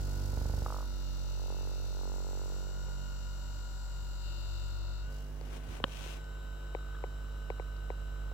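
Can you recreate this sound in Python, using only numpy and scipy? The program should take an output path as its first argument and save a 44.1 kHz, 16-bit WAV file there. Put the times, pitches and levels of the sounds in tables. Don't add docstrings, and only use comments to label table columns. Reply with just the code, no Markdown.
import sys
import numpy as np
from scipy import signal
from scipy.fft import rfft, irfft, next_fast_len
from scipy.io import wavfile

SR = 44100
rng = np.random.default_rng(int(sys.argv[2]) if len(sys.argv) > 2 else 0)


def materialize(psi):
    bounded = np.clip(np.atleast_2d(psi).T, -1, 1)
    quanta = np.round(bounded * 32767).astype(np.int16)
    wavfile.write(sys.argv[1], SR, quanta)


N = 367353
TIME = np.arange(N) / SR

# time_s, strokes_per_s
SPEED = [(0, 48.329), (0.72, 48.757), (0.92, 47.526), (1.25, 46.616), (1.8, 47.262), (2.2, 46.95),
         (2.75, 47.661), (4.98, 47.13), (5.1, 49.7), (5.2, 50.276), (8.33, 50.333)]
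FREE_STROKES_PER_S = 50.33
FULL_LOAD_SAG_PER_S = 2.865

# start_s, end_s, attack_s, release_s
THROB = (0, 0.674, .05, 0.295)
TIPPED = (4.31, 5.02, 0.963, 0.0145)
STRAIN = (4.25, 4.61, 0.067, 0.116)
LOOSE = (0.157, 0.888, 0.079, 0.053)
LIFTED = (5.1, 5.784, 0.037, 0.234)
SING = (2.147, 4.68, 0.083, 0.047)

# time_s, left_db, right_db, left_lag_turns
DRONE = [(0.0, -36.1, -33.9, 0.14), (0.7, -38.4, -35.1, 0.13), (1.4, -37.9, -33.5, 0.37),
         (2.5, -39.2, -34.4, 0.38), (3.5, -39.3, -39.0, 0.14), (4.9, -34.3, -39.4, 0.23),
         (5.15, -41.3, -38.5, 0.04), (5.7, -45.7, -41.1, 0.04), (6.6, -41.5, -39.7, -0.0),
         (8.33, -40.6, -36.1, -0.03)]
# time_s, second_db, third_db, fifth_db, left_minus_right_db
OVERTONES = [(0, -44, -47.5, -63.5, -7.5), (.58, -42.5, -53, -55.5, -12), (.88, -59.5, -60.5, -62.5, 0.5),
             (1.05, -53.5, -52, -59, -8), (1.3, -50.5, -52, -59.5, 2), (1.75, -48.5, -55, -61.5, 3),
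             (2.15, -58, -54, -64.5, 7), (2.45, -51.5, -54.5, -65.5, 2), (3.05, -54.5, -53, -61, -9),
             (3.5, -56, -60, -74.5, -6), (3.85, -63, -63.5, -85.5, -16), (4.25, -56.5, -61, -85.5, -18.5),
             (4.85, -53.5, -67.5, -83.5, -20.5), (5.15, -60, -54, -66.5, -5),
             (6.3, -61.5, -57.5, -87.5, -4.5), (8.33, -57.5, -56.5, -72.5, -1)]
# time_s, level_db
FOURTH = [(0, -64.5), (1.1, -67), (2.1, -66.5), (2.55, -57.5), (3.15, -62.5), (3.8, -75.5), (4.9, -82.5),
          (5.2, -73.5), (8.33, -78)]
OVERTONE_WAVER_DB = 1.8

# start_s, end_s, level_db
BOUNCES = [(0, .29, -36), (.38, 0.567, -24.5), (.62, .63, -22.5)]
BOUNCE_EDGES_S = (0.085, 0.014)
BOUNCE_CRACK_DB = -21.5
# mode_hz, level_db, t60_s
BOUNCE_MODES = [(73.9, -7, 0.162), (133, -3, 0.0117), (416, -1.5, 0.00582), (770, -6, 0.00684),
                (1240, -6, 0.00188)]
# start_s, end_s, level_db
CHATTERS = [(6.3, 6.7, -51), (6.77, 7.02, -44), (7.1, 8.33, -48)]
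CHATTER_EDGES_S = (.05, 0.061)
# mode_hz, level_db, t60_s
CHATTER_MODES = [(1170, -3, 0.017), (1324, 0.5, 0.0121)]
# start_s, end_s, level_db
KNOCKS = [(1.5, 1.68, -33), (2.03, 2.14, -32), (2.25, 2.48, -32.5)]
KNOCK_EDGES_S = (0.268, 0.452)
# time_s, hardness_0_to_1
HARDNESS = [(1.2, 0.65), (1.5, 0.92), (1.78, 0.52), (2.08, 0.91), (2.3, 0.79), (2.7, 0.47)]
# mode_hz, level_db, t60_s
PISTON_MODES = [(224.6, -11, 0.0278), (392, -1.5, 0.01742), (528, -1.12, 0.01098), (864, -0.5, 0.00853),
                (1140, -4.5, 0.0039)]
# mode_hz, level_db, t60_s
CLACK_MODES = [(244.1, -6.5, 0.0489), (377.7, 2, 0.01318), (564, 1, 0.00863), (865.5, -9, 0.0148)]

CLACK_DB, CLACK_THROB_DB, CLACK_TIPPED_DB, CLACK_LIFTED_DB = (-53.5, -47.5), 11.5, -16, 6.5
BUZZ_DB, BUZZ_THROB_DB, BUZZ_TIPPED_DB = (-69, -61.5), 6.5, 1
RASP_DB, RASP_STRAIN_DB, RASP_SING_DB = (-63, -61), 5.5, -2.5
LOW_RING_DB, LOW_RING_STRAIN_DB, LOW_RING_THROB_DB, LOW_RING_SING_DB = (-72, -64.5), 6.5, -6.5, -1.5
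LOW_RING_TIPPED_DB = -3
MIDDLE_RING_DB, MIDDLE_RING_TIPPED_DB, MIDDLE_RING_THROB_DB = (-79, -63.5), -11, -3
HIGH_RING_DB, HIGH_RING_SING_DB = (-75.5, -68.5), 5
LOW_RING_WAVER_DB = 1.3
LOW_RING_PULSING = .12
FREE_RASP_FOLLOWS = 0.58
# band_hz, relative_level_db
BUZZ = [(150, -5.5), (330, 4), (450, -3), (620, -2), (800, -3), (1080, -9), (1340, 3), (1650, -21),
        (2400, -29)]
# band_hz, relative_level_db
RASP_LOADED = [(1600, -15), (2400, -27.5), (3300, -10), (3750, 10), (4000, 4.5), (4230, 10.5), (4480, 0),
               (4720, 7.5), (5400, -7.5), (6300, -6.5), (6850, -15), (9500, -45.5), (12500, -5.5),
               (16000, -19.5)]
# band_hz, relative_level_db
RASP_FREE = [(1600, 6.5), (2400, 4), (2900, 16), (3500, 5), (3900, 15), (4250, -0.5), (5200, 6.5),
             (6000, 3), (6800, -9.5), (8000, 4.5), (9800, -22.5), (12500, -1), (16000, -28.5)]

# multiple_of_stroke_rate, loaded_relative_db, free_relative_db
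WHINE = [(7, -16, -2), (9, -18, -5), (11, -20, -7), (13, -20, -10), (15, -20, -14), (17, -12, -14),
         (19, -18, -15), (20, -1.5, -12), (21, -7, -16), (24, -24, -12), (25, -26, -10), (28, -22, -12),
         (29, -11, -24), (30, 2.3, 2.5), (31, -4, -22), (59, -11, -26), (60, -14, -14), (61, -13, -30),
         (75, -28, -11), (80, -21, -12), (89, -13, -34), (90, -16, -23), (91, -16, -36), (99, -15, -32),
         (120, -20, -30), (150, -24, -14)]
# time_s, relative_level_db
FACING = [(0, -3.5), (0.7, -6), (1.2, -9), (2.3, -6.5), (2.8, -2), (4.0, -4.5), (5.0, -4), (5.09, -1),
          (5.17, -4.5), (5.35, -13.5), (5.9, -7.5), (6.2, -1.5), (8.33, -2.5)]
WHINE_DB = -60
LOOSE_ORDER, LOOSE_DB = 20, 8

# start_s, end_s, level_db
SCUFFS = [(0, .75, -55), (.9, 2.6, -61), (2.7, 4.7, -64.5), (5.12, 5.16, -61.5)]
SCUFF_EDGES_S = (0.024, 0.208)
SCUFF_SHARPNESS = 0.39
# band_hz, relative_level_db
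SCUFF = [(1500, -3), (3200, -2), (4600, 6), (6600, 2.5), (7800, 0.5), (9500, -6.5), (12000, -1.5),
         (16000, -7.5)]
# start_s, end_s, level_db
SLIDES = [(5.52, 5.57, -52), (5.73, 5.77, -50.5), (5.97, 6.17, -54.5)]
SLIDE_EDGES_S = (0.1015, 0.0288)
SLIDE_FLUTTER_DB = 1.8
# band_hz, relative_level_db
CLOTH = [(60, 2.5), (150, 3), (300, 6.5), (565, 2), (1200, -1), (1800, -4.5), (2800, -4.5), (4900, -12.5),
         (5900, -11.5), (12000, -21), (16000, -24.5)]
# start_s, end_s, attack_s, release_s
RUB = (5.925, 6.15, 0.064, 0.0087)
RUB_DB, RUB_CATCHES_PER_S = -53.5, 3300
# band_hz, relative_level_db
RUB_SPECTRUM = [(300, -7), (1200, -4), (2100, -3.5), (2800, 5), (3400, -0.5), (4900, -7), (5900, -5),
                (8000, -10), (12000, -16), (16000, -20)]

# time_s, level_db, contact_hz
SLAPS = [(.6618, -26, 2600), (.6642, -35, 1900), (.6826, -35, 1650), (.7030, -30, 1800),
         (.7235, -29.5, 1800), (.7440, -31.5, 1800), (.7646, -32, 1600), (.7853, -33.5, 1500),
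         (.8059, -35, 1500), (.8267, -37, 1400), (.8476, -43, 1300)]
# mode_hz, level_db, t60_s
SLAP_MODES = [(501, -1.5, 0.0119), (890, 1.8, 0.00723), (1281, -1.545, 0.0123)]
# time_s, level_db, contact_hz
BUMPS = [(4.02, -41, 200), (5.075, -33, 263), (5.68, -28.5, 263), (5.803, -28.5, 265.3)]
# time_s, level_db, contact_hz
EDGES = [(5.412, -40, 12000), (5.8407, -31, 12000), (6.243, -44, 12000), (6.7493, -46, 12000),
         (7.5024, -45.5, 12000), (7.767, -44.5, 12000)]
# mode_hz, level_db, t60_s
EDGE_MODES = [(4490, -4.5, 0.0038), (6800, -13.5, 0.00175), (12000, -10, 0.00103)]

# time_s, level_db, contact_hz
CLICK = [(5.8406, -15, 4700)]
# mode_hz, level_db, t60_s, left_minus_right_db
CLICK_MODES = [(217, 0, 0.00686, -9.5), (535, -13, 0.0357, -10), (1076, -1, 0.00743, 5),
               (1803, -5.5, 0.00597, 7), (2320, -22.5, 0.0039, 9), (3017, -2.5, 0.00714, 11),
               (3834, -6.5, 0.00282, 11)]
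# time_s, relative_level_db, contact_hz
TICKS = [(1.502, -43, 2000), (2.863, -42.5, 2000), (2.884, -38.5, 2520), (5.412, -37, 3000),
         (5.437, -43.5, 3000), (5.801, -32, 3000), (5.881, -40.5, 2500), (6.061, -38, 1200),
         (6.7493, -22, 3500), (7.0392, -23, 2200), (7.5021, -22, 3900), (7.5974, -26, 2400),
         (7.9026, -23.5, 2300), (8.315, -37, 1500)]
# mode_hz, level_db, t60_s, left_minus_right_db
TICK_MODES = [(272, -12.5, 0.0175, 3.5), (415.6, 3, 0.0152, 3), (531, 2, 0.0134, 8),
              (647, -16, 0.0088, 6.5), (737, -7, 0.0166, 7.5), (1036, -6.5, 0.0095, 6),
              (1500, -30, 0.005, 6), (2283, -7, 0.00464, 10.5)]
# time_s, length_s, pitch_hz, level_db
SQUEAK = (6.953, .004, 1660, -53)

# band_hz, relative_level_db
ROOM = [(20, -22.5), (45, 8), (70, 5.5), (120, -3.5), (250, -11.5), (600, -13), (1500, -17.5), (4000, -39),
        (16000, -34)]
# start_s, end_s, attack_s, release_s
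ROOM_TONE = (0.5, 5, .1, 0.06)
ROOM_TONE_HZ, ROOM_TONE_DB = 588, -71.5
CUTOFF_HZ = 15900


def from_db(db):
    return 10 ** (np.asarray(db) / 20)


def rms_one(x):
    return x / np.sqrt(np.mean(x ** 2) + 1e-20)


def in_time(rows):
    s, *columns = np.transpose(rows)
    return [np.interp(TIME, s, column) for column in columns]


def spell(start, end, attack, release):
    rise = np.minimum(TIME - start, 0) / attack
    fall = np.maximum(TIME - end, 0) / release
    return np.exp(rise - fall)


def spells(rows, edges):
    return np.max([from_db(db) * spell(start, end, *edges) for start, end, db in rows], axis=0)


def under_load(levels_db, load):
    free_db, loaded_db = levels_db
    return free_db + load * (loaded_db - free_db)


def colour(x, spectrum):
    hz, db = np.transpose(spectrum)
    size = next_fast_len(N)
    log_hz = np.log(np.arange(size // 2 + 1) * SR / size + 1e-9)
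    gain = from_db(np.interp(log_hz, np.log(hz), db, left=-200, right=-200))
    return rms_one(irfft(rfft(x, size) * gain, size)[..., :N])


def drift(rate_hz):
    noise = rng.standard_normal(int(TIME[-1] * 200) + 400)
    r = np.exp(-2 * np.pi * rate_hz / 200)
    slow = signal.lfilter([1], [1, -2 * r, r * r], noise)[398:]
    return np.interp(TIME * 200, np.arange(len(slow)), rms_one(slow))


def pan(db):
    return from_db(np.array([[.5], [-.5]]) * db)


def spread(pair, alike):
    alike = np.clip(alike, -1, 1)
    middle = np.sqrt((1 + alike) / 2) * pair[0]
    side = np.sqrt((1 - alike) / 2) * pair[1]
    return middle + side * np.array([[1], [-1]])


def ports(x, side_db, lag_s):
    return np.array([x, np.interp(TIME - lag_s, TIME, x)]) * pan(side_db)


def ring(clicks, modes, contact_hz):
    force = signal.sosfilt(signal.butter(4, contact_hz, fs=SR, output="sos"), clicks + 1e-18)
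    out = 0
    for k, (hz, db, t60) in enumerate(modes):
        r = np.exp(-np.log(1000) / (t60 * SR))
        w = 2 * np.pi * hz / SR
        mode = signal.lfilter([0, np.sin(w)], [1, -2 * r * np.cos(w), r * r], force)
        out = out + (-1) ** k * from_db(db) * mode
    return out


def taps(events, modes, lowest_hz):
    out = np.zeros(N + SR)
    click = signal.unit_impulse(SR // 4)
    low_cut = signal.butter(2, lowest_hz, "high", fs=SR, output="sos")
    for s, db, contact_hz in events:
        at = round(s * SR)
        touch = ring(click, modes, min(contact_hz, .45 * SR))
        out[at:at + len(click)] += from_db(db) * signal.sosfilt(low_cut, touch)
    return out[:N]


def resonate(x, hz, width_hz):
    b, a = signal.iirpeak(hz, hz / width_hz, fs=SR)
    return rms_one(signal.lfilter(b, a, signal.lfilter(b, a, x)))


def strokes(turn, angle, uneven_db):
    at = np.flatnonzero(np.diff(np.floor(turn - angle)) > 0)
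    clicks = np.zeros(N)
    clicks[at] = from_db(uneven_db * rng.standard_normal(len(at)))
    return clicks


def rubbing(turn, rough, size=4096):
    bumps = rng.standard_normal((4, size // 12))
    tracks = signal.resample(bumps, size, axis=1)[:, (turn % 1 * size).astype(int)]
    grip = drift(0.3006) * 1.174
    repeating = rms_one(tracks[:2] * np.cos(grip) + tracks[2:] * np.sin(grip))
    rough = np.clip(rough, 0, 1)
    return np.sqrt(1 - rough) * repeating + np.sqrt(rough) * rng.standard_normal((2, N))


def drone(turn, load):
    left_db, right_db, left_lag = in_time(DRONE)
    second_db, third_db, fifth_db, side_db = in_time(OVERTONES)
    fourth_db, = in_time(FOURTH)
    throb = spell(*THROB)
    swing = turn - .05 + .04 * throb
    crank = 2 * np.pi * (swing - np.array([[1], [0]]) * left_lag)
    tone = from_db([left_db, right_db]) * np.cos(crank)
    yielding = .06 * load - .035 - .04 * throb
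    push = 2 * np.pi * (turn - yielding - np.array([[.3], [0]]) * left_lag)
    overtones = 0
    for order, db in enumerate([second_db, third_db, fourth_db, fifth_db], 2):
        waver_db = OVERTONE_WAVER_DB * load * drift(4.9)
        overtones = overtones - (-1) ** order * from_db(db + waver_db) * np.cos(order * push)
    return np.sqrt(2) * (tone + overtones * pan(side_db))


def piston(turn, load):
    bounces = strokes(turn / 2, angle=0.04984, uneven_db=1.5) * spells(BOUNCES, BOUNCE_EDGES_S)
    bounce = ring(bounces, BOUNCE_MODES, contact_hz=2600)
    bounce = bounce + from_db(BOUNCE_CRACK_DB) * ring(bounces, SLAP_MODES, contact_hz=1200)

    chatters = strokes(turn, angle=.1, uneven_db=2.5) * spells(CHATTERS, CHATTER_EDGES_S)
    chatter = ring(chatters, CHATTER_MODES, contact_hz=1600)

    knocks = strokes(turn, angle=.89, uneven_db=.8) * spells(KNOCKS, KNOCK_EDGES_S)
    hard = np.clip(in_time(HARDNESS)[0], 0, 1)
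    knock = ring(knocks * hard, PISTON_MODES, contact_hz=2000)
    knock = knock + ring(knocks * (1 - hard), PISTON_MODES, contact_hz=837)

    back_share = 1 - 0.72 * load
    out_ends = strokes(turn, angle=.82, uneven_db=.6)
    back_ends = strokes(turn, angle=.31, uneven_db=.6)
    clack_db = (under_load(CLACK_DB, load) + CLACK_THROB_DB * spell(*THROB)
                + CLACK_TIPPED_DB * spell(*TIPPED) + CLACK_LIFTED_DB * spell(*LIFTED))
    clack = ring((out_ends - back_share * back_ends) * from_db(clack_db), CLACK_MODES, contact_hz=1191)

    return (ports(bounce + clack, side_db=-5.5, lag_s=-0.000191)
            + ports(chatter, side_db=1.5, lag_s=0.0001)
            + ports(knock, side_db=5, lag_s=-0.000242))


def motor(turn, load, facing_db):
    throb, tipped, strain, sing = spell(*THROB), spell(*TIPPED), spell(*STRAIN), spell(*SING)
    turned_db = FREE_RASP_FOLLOWS * (1 - load) * facing_db
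    buzz_db = under_load(BUZZ_DB, load) + BUZZ_THROB_DB * throb + BUZZ_TIPPED_DB * tipped
    rasp_db = under_load(RASP_DB, load) + RASP_STRAIN_DB * strain + RASP_SING_DB * sing + turned_db
    low_db = (under_load(LOW_RING_DB, load) + LOW_RING_STRAIN_DB * strain + LOW_RING_THROB_DB * throb
              + LOW_RING_SING_DB * sing + LOW_RING_TIPPED_DB * tipped
              + turned_db + LOW_RING_WAVER_DB * drift(3.14))
    middle_db = (under_load(MIDDLE_RING_DB, load) + MIDDLE_RING_TIPPED_DB * tipped
                 + MIDDLE_RING_THROB_DB * throb)
    high_db = under_load(HIGH_RING_DB, load) + HIGH_RING_SING_DB * sing + turned_db

    crank_bumps = rubbing(turn, rough=.13)
    bearing_bumps = rubbing(turn, rough=.35)
    free_bumps = rubbing(turn, rough=0.9)
    shell_bumps = rubbing(turn, rough=.3)

    buzz = from_db(buzz_db) * spread(colour(crank_bumps, BUZZ), alike=0.77) * pan(0.18)
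    loaded = from_db(-0.5) * load * spread(colour(bearing_bumps, RASP_LOADED), alike=-0.57) * pan(12.08)
    free = from_db(-1.0) * (1 - load) * spread(colour(free_bumps, RASP_FREE), alike=0.062) * pan(1.45)

    push = 1 + LOW_RING_PULSING * np.cos(4 * np.pi * (turn - .4))
    shell = from_db(low_db) * push * resonate(shell_bumps, hz=2810, width_hz=220)
    shell += from_db(middle_db) * resonate(shell_bumps, hz=5864, width_hz=560)
    shell += from_db(high_db) * resonate(shell_bumps, hz=7412, width_hz=493)
    return buzz + from_db(rasp_db) * (loaded + free) + shell * pan(8.81)


def whine(turn, load, facing_db):
    port_phase = np.array([[0], [.17]])
    tones = 0
    for order, loaded_db, free_db in WHINE:
        waver_db = (1.25 + 0.6 * load) * drift(15.2)
        level = from_db(load * loaded_db + (1 - load) * free_db + waver_db)
        if order == LOOSE_ORDER:
            level = level * from_db(LOOSE_DB * spell(*LOOSE))
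        tones = tones + level * np.cos(2 * np.pi * (order * turn + rng.random() + port_phase))
    return np.sqrt(2) * from_db(WHINE_DB + facing_db) * tones * pan(4.5)


def cloth(turn):
    stroke = rms_one(np.exp(SCUFF_SHARPNESS * np.cos(2 * np.pi * (turn - .6))))
    scuff_noise = colour(rng.standard_normal((2, N)), SCUFF)
    scuff = spells(SCUFFS, SCUFF_EDGES_S) * stroke * scuff_noise
    flutter = from_db(SLIDE_FLUTTER_DB * drift(36.3))
    slide = spells(SLIDES, SLIDE_EDGES_S) * flutter * colour(rng.standard_normal((2, N)), CLOTH)
    catches = (rng.random(N) < RUB_CATCHES_PER_S / SR) * rng.standard_normal((2, N))
    rub = spell(*RUB) * from_db(RUB_DB + 1.2 * drift(34)) * colour(catches, RUB_SPECTRUM)
    return scuff * pan(0.39) + (slide + rub) * pan(7.5)


def jolts():
    slaps = ports(taps(SLAPS, SLAP_MODES, lowest_hz=450), side_db=-3.0, lag_s=-0.000098)
    bumps = ports(taps(BUMPS, BOUNCE_MODES, lowest_hz=54.7), side_db=-3.0, lag_s=-0.0001)
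    snaps = ports(taps(EDGES, EDGE_MODES, lowest_hz=3000), side_db=9.0, lag_s=0.00005)
    return slaps + bumps + snaps


def handling(events, modes, lowest_hz, lag_s):
    left_modes = [(hz, db + lean / 2, t60) for hz, db, t60, lean in modes]
    right_modes = [(hz, db - lean / 2, t60) for hz, db, t60, lean in modes]
    left = taps(events, left_modes, lowest_hz)
    right = taps(events, right_modes, lowest_hz)
    return np.array([left, np.interp(TIME - lag_s, TIME, right)])


def squeak():
    s, length, hz, db = SQUEAK
    phase = 2 * np.pi * hz * TIME
    swell = np.exp(-((TIME - s) / length) ** 2)
    return from_db(db) * swell * (np.sin(phase) + 0.48 * np.sin(2 * phase))


def quiet_room():
    air = from_db(-53.5) * spread(colour(rng.standard_normal((2, N)), ROOM), alike=0.463)
    tone = np.sqrt(2) * from_db(ROOM_TONE_DB) * spell(*ROOM_TONE) * np.sin(2 * np.pi * ROOM_TONE_HZ * TIME)
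    return air + tone


def scene():
    speed, = in_time(SPEED)
    facing_db, = in_time(FACING)
    turn = np.cumsum(speed) / SR
    load = np.clip((FREE_STROKES_PER_S - speed) / FULL_LOAD_SAG_PER_S, 0, 1)
    gun = drone(turn, load) + piston(turn, load) + motor(turn, load, facing_db) + whine(turn, load, facing_db)
    click = handling(CLICK, CLICK_MODES, lowest_hz=122, lag_s=.00005)
    ticks = from_db(-2.5) * handling(TICKS, TICK_MODES, lowest_hz=250, lag_s=0.000172)
    return gun + cloth(turn) + jolts() + click + ticks + squeak() + quiet_room()


def record(dry):
    return signal.sosfilt(signal.ellip(10, .1, 80, CUTOFF_HZ, fs=SR, output="sos"), dry)


dry = scene()
out = record(dry)
materialize(out)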